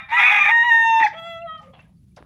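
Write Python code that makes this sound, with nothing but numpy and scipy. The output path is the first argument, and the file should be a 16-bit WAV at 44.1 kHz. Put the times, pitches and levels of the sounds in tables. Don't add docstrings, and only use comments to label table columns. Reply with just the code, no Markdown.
import sys
import numpy as np
from scipy import signal
from scipy.fft import rfft, irfft
from scipy.io import wavfile
from scipy.ndimage import uniform_filter1d

SR = 44100
rng = np.random.default_rng(int(sys.argv[2]) if len(sys.argv) > 2 else 0)


def to_wav(s):
    ch = np.atleast_2d(s).T
    pcm = np.round(np.clip(ch, -1, 1) * 32767)
    wavfile.write(sys.argv[1], SR, pcm.astype(np.int16))


def amplitude_ratio(level_db):
    exponent = np.asarray(level_db, float) / 20
    return 10 ** exponent


N = 99225
LEAD = 13230
M = N + LEAD


def evened(x):
    return x / np.sqrt(np.mean(x ** 2) + 1e-20)


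def read(points, hz):
    f, value = np.transpose(points)
    return np.interp(np.log(hz + 1), np.log(f + 1), value)


def colour(x, points):
    gain = amplitude_ratio(read(points, np.fft.rfftfreq(len(x), 1 / SR)))
    return irfft(rfft(x) * gain, len(x))


def drift(n, top_hz):
    low_pass = signal.butter(2, top_hz, fs=SR, output="sos")
    settle = 9000
    return evened(signal.sosfilt(low_pass, rng.standard_normal(n + settle))[settle:])


def fuzz(n, hz, width_hz):
    angle = 2 * np.pi * hz * np.arange(n) / SR
    return evened(drift(n, width_hz / 2) * np.cos(angle) + drift(n, width_hz / 2) * np.sin(angle))


def add(mix, s, sound):
    part = mix[LEAD + round(s * SR):][:len(sound)]
    part += sound[:len(part)]


# lock to every nth cycle, level in dB.
FOLD_SLIPS = [(5, 0), (3, -2), (2, -6)]


def fold_shake(hz):
    n, wander, breath_db = len(hz), .032, -11
    slips = 0
    for every, db in FOLD_SLIPS:
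        slow = np.cumsum(hz / every * (1 + wander * drift(n, 19.8))) / SR
        swing = np.cos(2 * np.pi * slow) + .5 * np.cos(4 * np.pi * slow + 1)
        slips = slips + amplitude_ratio(db + 5.0 * drift(n, 8)) * swing
    return evened(evened(slips) + amplitude_ratio(breath_db) * drift(n, 600))


# frequency in Hz, level in dB.
THROAT = [(150, -63), (560, -37), (800, -10.5), (1010, -19), (1270, -11), (1450, -18), (1830, -6),
          (2400, -3.5),
          (3000, -29), (3680, -13.5), (4010, -46.5), (4450, -45.5), (6070, -42.5), (7910, -52.5),
               (12100, -52), (15500, -85)]


def hoarse_rasp(hz, turns):
    n, ragged_db = len(hz), 1.2
    shake = fold_shake(hz)
    orders = range(1, int(15000 / hz.max()))
    folds = sum(np.cos(2 * np.pi * (k * turns + rng.random())) for k in orders)
    rasp = colour(folds * np.tanh(1.5 * shake), THROAT)
    rasp = rasp / np.sqrt(uniform_filter1d(rasp ** 2, size=500))
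    return rasp * evened(amplitude_ratio(ragged_db * drift(n, 70)))


def clear_tone(hz, turns, effort_db, beak, share, overtones):
    n, levels, beak_gains = len(hz), *overtones
    smear_db, wobble_rad = 3.5, .85
    dull_db = 0.0328
    shimmer_db, uneven_db = .9, .3
    half_db = -55
    loss_db = smear_db * share + dull_db * (effort_db.max() - effort_db)
    wobble = wobble_rad * share * drift(n, 80)
    tone = 0
    for k, (db, gain) in enumerate(zip(levels, beak_gains + [0] * len(levels)), 1):
        level_db = db + gain * beak - (k - 2.5) * loss_db
        swell_db = shimmer_db * k ** .5 * drift(n, 27) + uneven_db * k * drift(n, 6.8)
        angle = k * (2 * np.pi * turns + wobble) + 2 * np.pi * rng.random()
        tone = tone + amplitude_ratio(level_db + swell_db) * np.cos(angle)
    tone = tone / np.sqrt(uniform_filter1d(tone ** 2, size=900))
    tone = signal.sosfilt(signal.butter(4, .7 * hz.min(), "high", fs=SR, output="sos"), tone)
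    half = np.cos(np.pi * turns + 1.5 * drift(n, 40))
    return tone + amplitude_ratio(half_db + 5 * drift(n, 30)) * half


def crow(note, overtones):
    s, *cols = np.transpose(note)
    t = np.arange(s[0], s[-1], 1 / SR)
    hz, effort_db, beak, hoarse_db = [uniform_filter1d(np.interp(t, s, c), size=150) for c in cols]
    n, jitter = len(t), .0007
    share = 1 / np.sqrt(1 + amplitude_ratio(-2 * hoarse_db))
    turns = np.cumsum(hz * (1 + jitter * drift(n, 60) * (1 + 8 * share))) / SR
    clear = clear_tone(hz, turns, effort_db, beak, share, overtones)
    voice = np.sqrt(1 - share ** 2) * clear + share * hoarse_rasp(hz, turns)
    return s[0], signal.windows.tukey(n, 400 / n) * amplitude_ratio(effort_db) * voice


# time in seconds, pitch in Hz, effort in dB, beak from -1 closed to 1 open, hoarseness in dB.
EARLIER_CRY = [(-.25, 1301, -17, 0, 1), (-.02, 1307, -15.5, 0, 12.5)]
LIFT = [(.08, 827, -59.5, 0.71, 0.5), (.09, 873.4, -38, -0.23, 2.5), (.11, 858, -32, -0.35, 7.5),
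        (.13, 921.4, -16.5, -0.4, -8.5), (.165, 984, -17, 0.9, -13.5), (.2, 991, -15.5, 1, -10),
        (.215, 1020, -41.5, 0.68, -9)]
SHRIEK = [(.16, 1196, -35.5, 0, 13.5), (.172, 1230, -19, 0, -5), (.22, 1206, -14, 0, 9.5),
          (.29, 1255, -15, 0, -2), (.33, 1248, -15, 0, 10.5), (.405, 1219, -16.5, 0, -7),
          (.42, 1195, -10.5, 0, -12), (.435, 1214, -17.5, 0, -2), (.512, 1219, -17, 0, 4.5),
          (.52, 1216, -33.5, 0, 3.5)]
HELD_NOTE = [(.47, 827, -34, -1, -21.5), (.49, 832, -16.5, -1.3, -5), (.508, 929, -22.5, -.5, -11),
             (.518, 929.2, -13.5, 0.72, -25.5), (.628, 933.8, -13.5, 0.85, -59.5),
             (.642, 962, -20, 0.0052, -14.5), (.692, 954.4, -15, 0.23, -38.5),
             (.704, 929, -14.5, 0.28, -20), (.716, 918.4, -11, 0.73, -39.5),
             (.78, 917.6, -14, 0.92, -46.5), (0.838, 912.3, -15.5, 0.2, -63),
               (0.919, 906, -15, -.8, -29.5), (0.986, 896.6, -14.5, -0.66, -41),
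               (0.999, 904, -15, -0.65, -15), (1.03, 891.7, -16, -0.59, -13.5),
               (1.047, 850.6, -11.5, -1.8, -18), (1.064, 826.8, -18, -1.4, -11.5), (1.088, 841, -33, 1, -5)]
LOW_DRAWL = [(1.124, 606, -47, -0.24, -10), (1.134, 616, -39.5, 0.4, 4), (1.16, 658, -39, 0, -20),
             (1.19, 665.6, -34, 0.36, -17), (1.21, 658.4, -38, 0.11, -48), (1.27, 676.3, -33, 0.14, -31),
             (1.385, 661.6, -35, -0.06, -49), (1.435, 682, -34, -1, -44.5),
             (1.468, 672, -31.5, -1.16, -36.5), (1.486, 650, -63, -2.5, -33)]
FADING_DRAWL = [(1.455, 667, -51, 0.86, -29), (1.478, 645.7, -36.5, 0.66, -48),
                (1.498, 637, -31.5, 0.97, -66), (1.562, 638, -36.5, 0.83, -25),
                (1.58, 620.3, -45, 0.013, -32), (1.595, 620, -41, 0.8, -26), (1.62, 614.6, -49, 1.35, -23),
                (1.69, 608, -58, 1.5, -7.5), (1.715, 594, -68, 0, -1)]
LOUD_VOICE = [-0.5, -1, -12.5, -19, -55.5, -38, -33.5, -44.5, -50, -53.5, -52.5, -51.5, -48.5, -54, -57,
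              -61, -70], [-3, 11, -1.5, -0.5, -6.5, -2.5, -2]
SHRILL_VOICE = [-10, 0, -22.5, -40, -29.5], [0]
SOFT_VOICE = [3.5, -1.5, -6, -10.0, -7, -28, -38.5, -39.5, -35.5, -41, -35.5] + 9 * [-46], [-14.0, -2, -1.5,
              1, 29, -6.5, 42.5] + 13 * [12]
FAINT_VOICE = [-11.5, -5, -8, -26.5, -6.5, -27.5, -50], [-1.5, 13.7]


def rooster():
    out = np.zeros(M)
    for note, overtones in [(EARLIER_CRY, SHRILL_VOICE), (LIFT, LOUD_VOICE), (SHRIEK, SHRILL_VOICE),
                            (HELD_NOTE, LOUD_VOICE), (LOW_DRAWL, SOFT_VOICE),
                            (FADING_DRAWL, FAINT_VOICE)]:
        add(out, *crow(note, overtones))
    return out


# start in seconds, length in seconds, level in dB, first pitch in Hz, last pitch in Hz.
STRANDS = [(0.16, 0.062, -20.5, 1328, 1366), (.215, 0.055, -17, 1860, 1960), (0.26, .05, -21, 2300, 2500),
           (.24, .095, -21, 2190, 2270), (.2, .11, -17.5, 2410, 2540), (0.28, 0.094, -26, 787, 860),
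           (0.42, .035, -22.5, 2400, 2440), (.38, 0.019, -24.5, 900, 830), (0.49, .03, -22.5, 2264, 2247),
           (0.45, 0.043, -15, 2270, 2400), (1.025, 0.012, -11, 1940, 1830), (1.062, .011, -18, 2200, 1700),
           (1.064, .011, -23.5, 1750, 1550), (1.038, .024, -40, 4330, 4200), (.17, 0.1, -26.5, 990, 870),
           (.45, 0.027, -26, 820, 820), (.43, .06, -23, 1980, 1600), (0.26, 0.06, -23, 2300, 2300),
           (.36, .05, -24, 2010, 2200), (.47, .03, -21, 2000, 2100), (0.29, .07, -20.5, 2510, 2440),
           (.995, .035, -26.5, 2010, 1700), (1.4, 0.033, -61, 3600, 3400), (1.416, 0.02, -42, 2680, 2760)]


def torn_strands():
    out = np.zeros(M)
    for s, length, db, from_hz, to_hz in STRANDS:
        t = np.arange(0, length, 1 / SR)
        n = len(t)
        turns = np.cumsum(from_hz + (to_hz - from_hz) * t / length) / SR
        swell = amplitude_ratio(db + 2.5 * drift(n, 50)) * np.sin(np.pi * t / length) ** .6
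        add(out, s, swell * np.sin(2 * np.pi * turns + .35 * drift(n, 60)))
    return out


def grainy_burst(length, db, hz, rise_s):
    t = np.arange(0, 2 * length, 1 / SR)
    band = signal.butter(3, [hz / 1.4, 1.4 * hz], "band", fs=SR, output="sos")
    grain = evened(signal.sosfilt(band, rng.standard_normal(len(t)))) * amplitude_ratio(2.2 * drift(len(t), 250))
    return amplitude_ratio(db - 14 * t / length) * np.minimum(t / rise_s, 1) * grain


# start in seconds, length in seconds, level in dB, centre in Hz.
GASPS = [
    (.99, .06, -45.5, 3400),
    (1.025, 0.063, -44.5, 4100),
    (1.062, 0.028, -39, 3900),
    (.165, 0.14, -38.5, 740),
    (0.14, .06, -52.5, 6500),
    (.105, .09, -60, 9300),
    (.085, 0.06, -48, 3100),
]


def gasps():
    out = np.zeros(M)
    for s, length, db, hz in GASPS:
        add(out, s, grainy_burst(length, db, hz, rise_s=.4 * length))
    return out


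# start in seconds, length in seconds,
# level in dB, centre in Hz.
SCUFFS = [(1.004, 0.046, -42.5, 274.7), (1.576, 0.0123, -57, 3500), (1.595, 0.09, -54.5, 845),
          (1.614, 0.088, -71, 5600), (1.59, .07, -69.5, 3900), (1.626, 0.076, -60.5, 2200),
          (1.733, 0.11, -52, 720), (1.735, 0.1, -56.5, 2410), (1.789, 0.016, -47.5, 797),
          (1.789, 0.047, -54, 2095), (1.803, 0.01, -64.5, 5040), (2.162, 0.022, -52.5, 4230),
          (2.163, 0.016, -61, 7600), (2.164, 0.027, -54, 1700), (2.169, 0.029, -42.5, 633),
          (2.171, 0.029, -47, 1200), (2.172, 0.069, -61.5, 2800), (2.195, 0.13, -65, 1200),
          (2.196, 0.043, -50, 297)]


def claws():
    out = np.zeros(M)
    for s, length, db, hz in SCUFFS:
        add(out, s, grainy_burst(length, db, hz, rise_s=.0025))
    knock_s, knock_db, knock_ms = 2.2259, -27.5, .11
    u = np.arange(400) / SR / (knock_ms / 1000)
    add(out, knock_s, amplitude_ratio(knock_db) * u ** 3 * (1 - .25 * u) * np.exp(-u))
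    return out


# frequency in Hz, time to fall by 60 dB in seconds.
YARD_RING = [(500, 0.63), (900, 0.29), (1200, 0.51), (2500, 0.23), (4200, 0.35), (8000, 0.12)]


def yard(x):
    taps = np.zeros(SR)
    at = np.arange(400, SR - 20, 20)
    taps[at + rng.integers(0, 20, len(at))] = rng.choice([-1., 1.], len(at))
    hz, t, z = signal.stft(taps, SR, nperseg=256)
    fading = amplitude_ratio(-60 * t / read(YARD_RING, hz)[:, None])
    tail = signal.istft(z * fading, SR, nperseg=256)[1]
    return signal.fftconvolve(x, tail / np.linalg.norm(tail))[:M]


# frequency in Hz, level in dB per Hz.
TOWN_COLOUR = [(20, -26.5), (60, 0), (180, 0), (290, -16), (500, -35), (900, -46), (4500, -44),
               (15000, -51)]
# pitch in Hz, width in Hz, level in dB.
HUM = [(177.7, 27, -61)]


def town():
    town_db = -52.5
    out = amplitude_ratio(town_db + 1.6 * drift(M, 23)) * evened(colour(rng.standard_normal(M), TOWN_COLOUR))
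    out += sum(amplitude_ratio(db) * fuzz(M, hz, width_hz) for hz, width_hz, db in HUM)
    return out


def insect():
    return amplitude_ratio(-84 + 3.0 * drift(M, 20)) * fuzz(M, 10400, 500)


# start in seconds, length in seconds, level in dB, pitch in Hz.
CHEEPS = [
    (1.6, 0.047, -50.5, 836),
    (1.616, 0.13, -48, 534),
    (1.727, 0.037, -55.5, 3320),
    (1.79, 0.026, -50, 2700),
    (1.842, 0.032, -66, 1660),
    (1.964, 0.026, -76, 4600),
    (2.113, 0.016, -73, 2320),
]


def small_birds():
    out = np.zeros(M)
    for s, length, db, hz in CHEEPS:
        t = np.arange(0, length, 1 / SR)
        n = len(t)
        swell = amplitude_ratio(db) * np.sin(np.pi * t / length) * amplitude_ratio(1.5 * drift(n, 40))
        add(out, s, swell * np.sin(2 * np.pi * hz * t + .6 * drift(n, 40)))
    return out


def ducking(near):
    from_db, share, recover_db_per_s = -25, .3, 38.5
    power_db = 10 * np.log10(abs(uniform_filter1d(near ** 2, size=2000)) + 1e-12)
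    fall = np.arange(M) * recover_db_per_s / SR
    held_db = np.maximum.accumulate(power_db + fall) - fall
    return 1 / amplitude_ratio(share * np.maximum(held_db - from_db, 0))


def scene():
    near = rooster() + torn_strands() + gasps() + claws()
    yard_db = -18.5
    background = town() + insect() + small_birds()
    mix = near + amplitude_ratio(yard_db) * yard(near) + background * ducking(near)
    return mix[None, LEAD:]


def roll_off(x):
    return signal.sosfilt(signal.butter(12, 15650, fs=SR, output="sos"), x)


def record(dry):
    return roll_off(dry)


dry = scene()
out = record(dry)
to_wav(out)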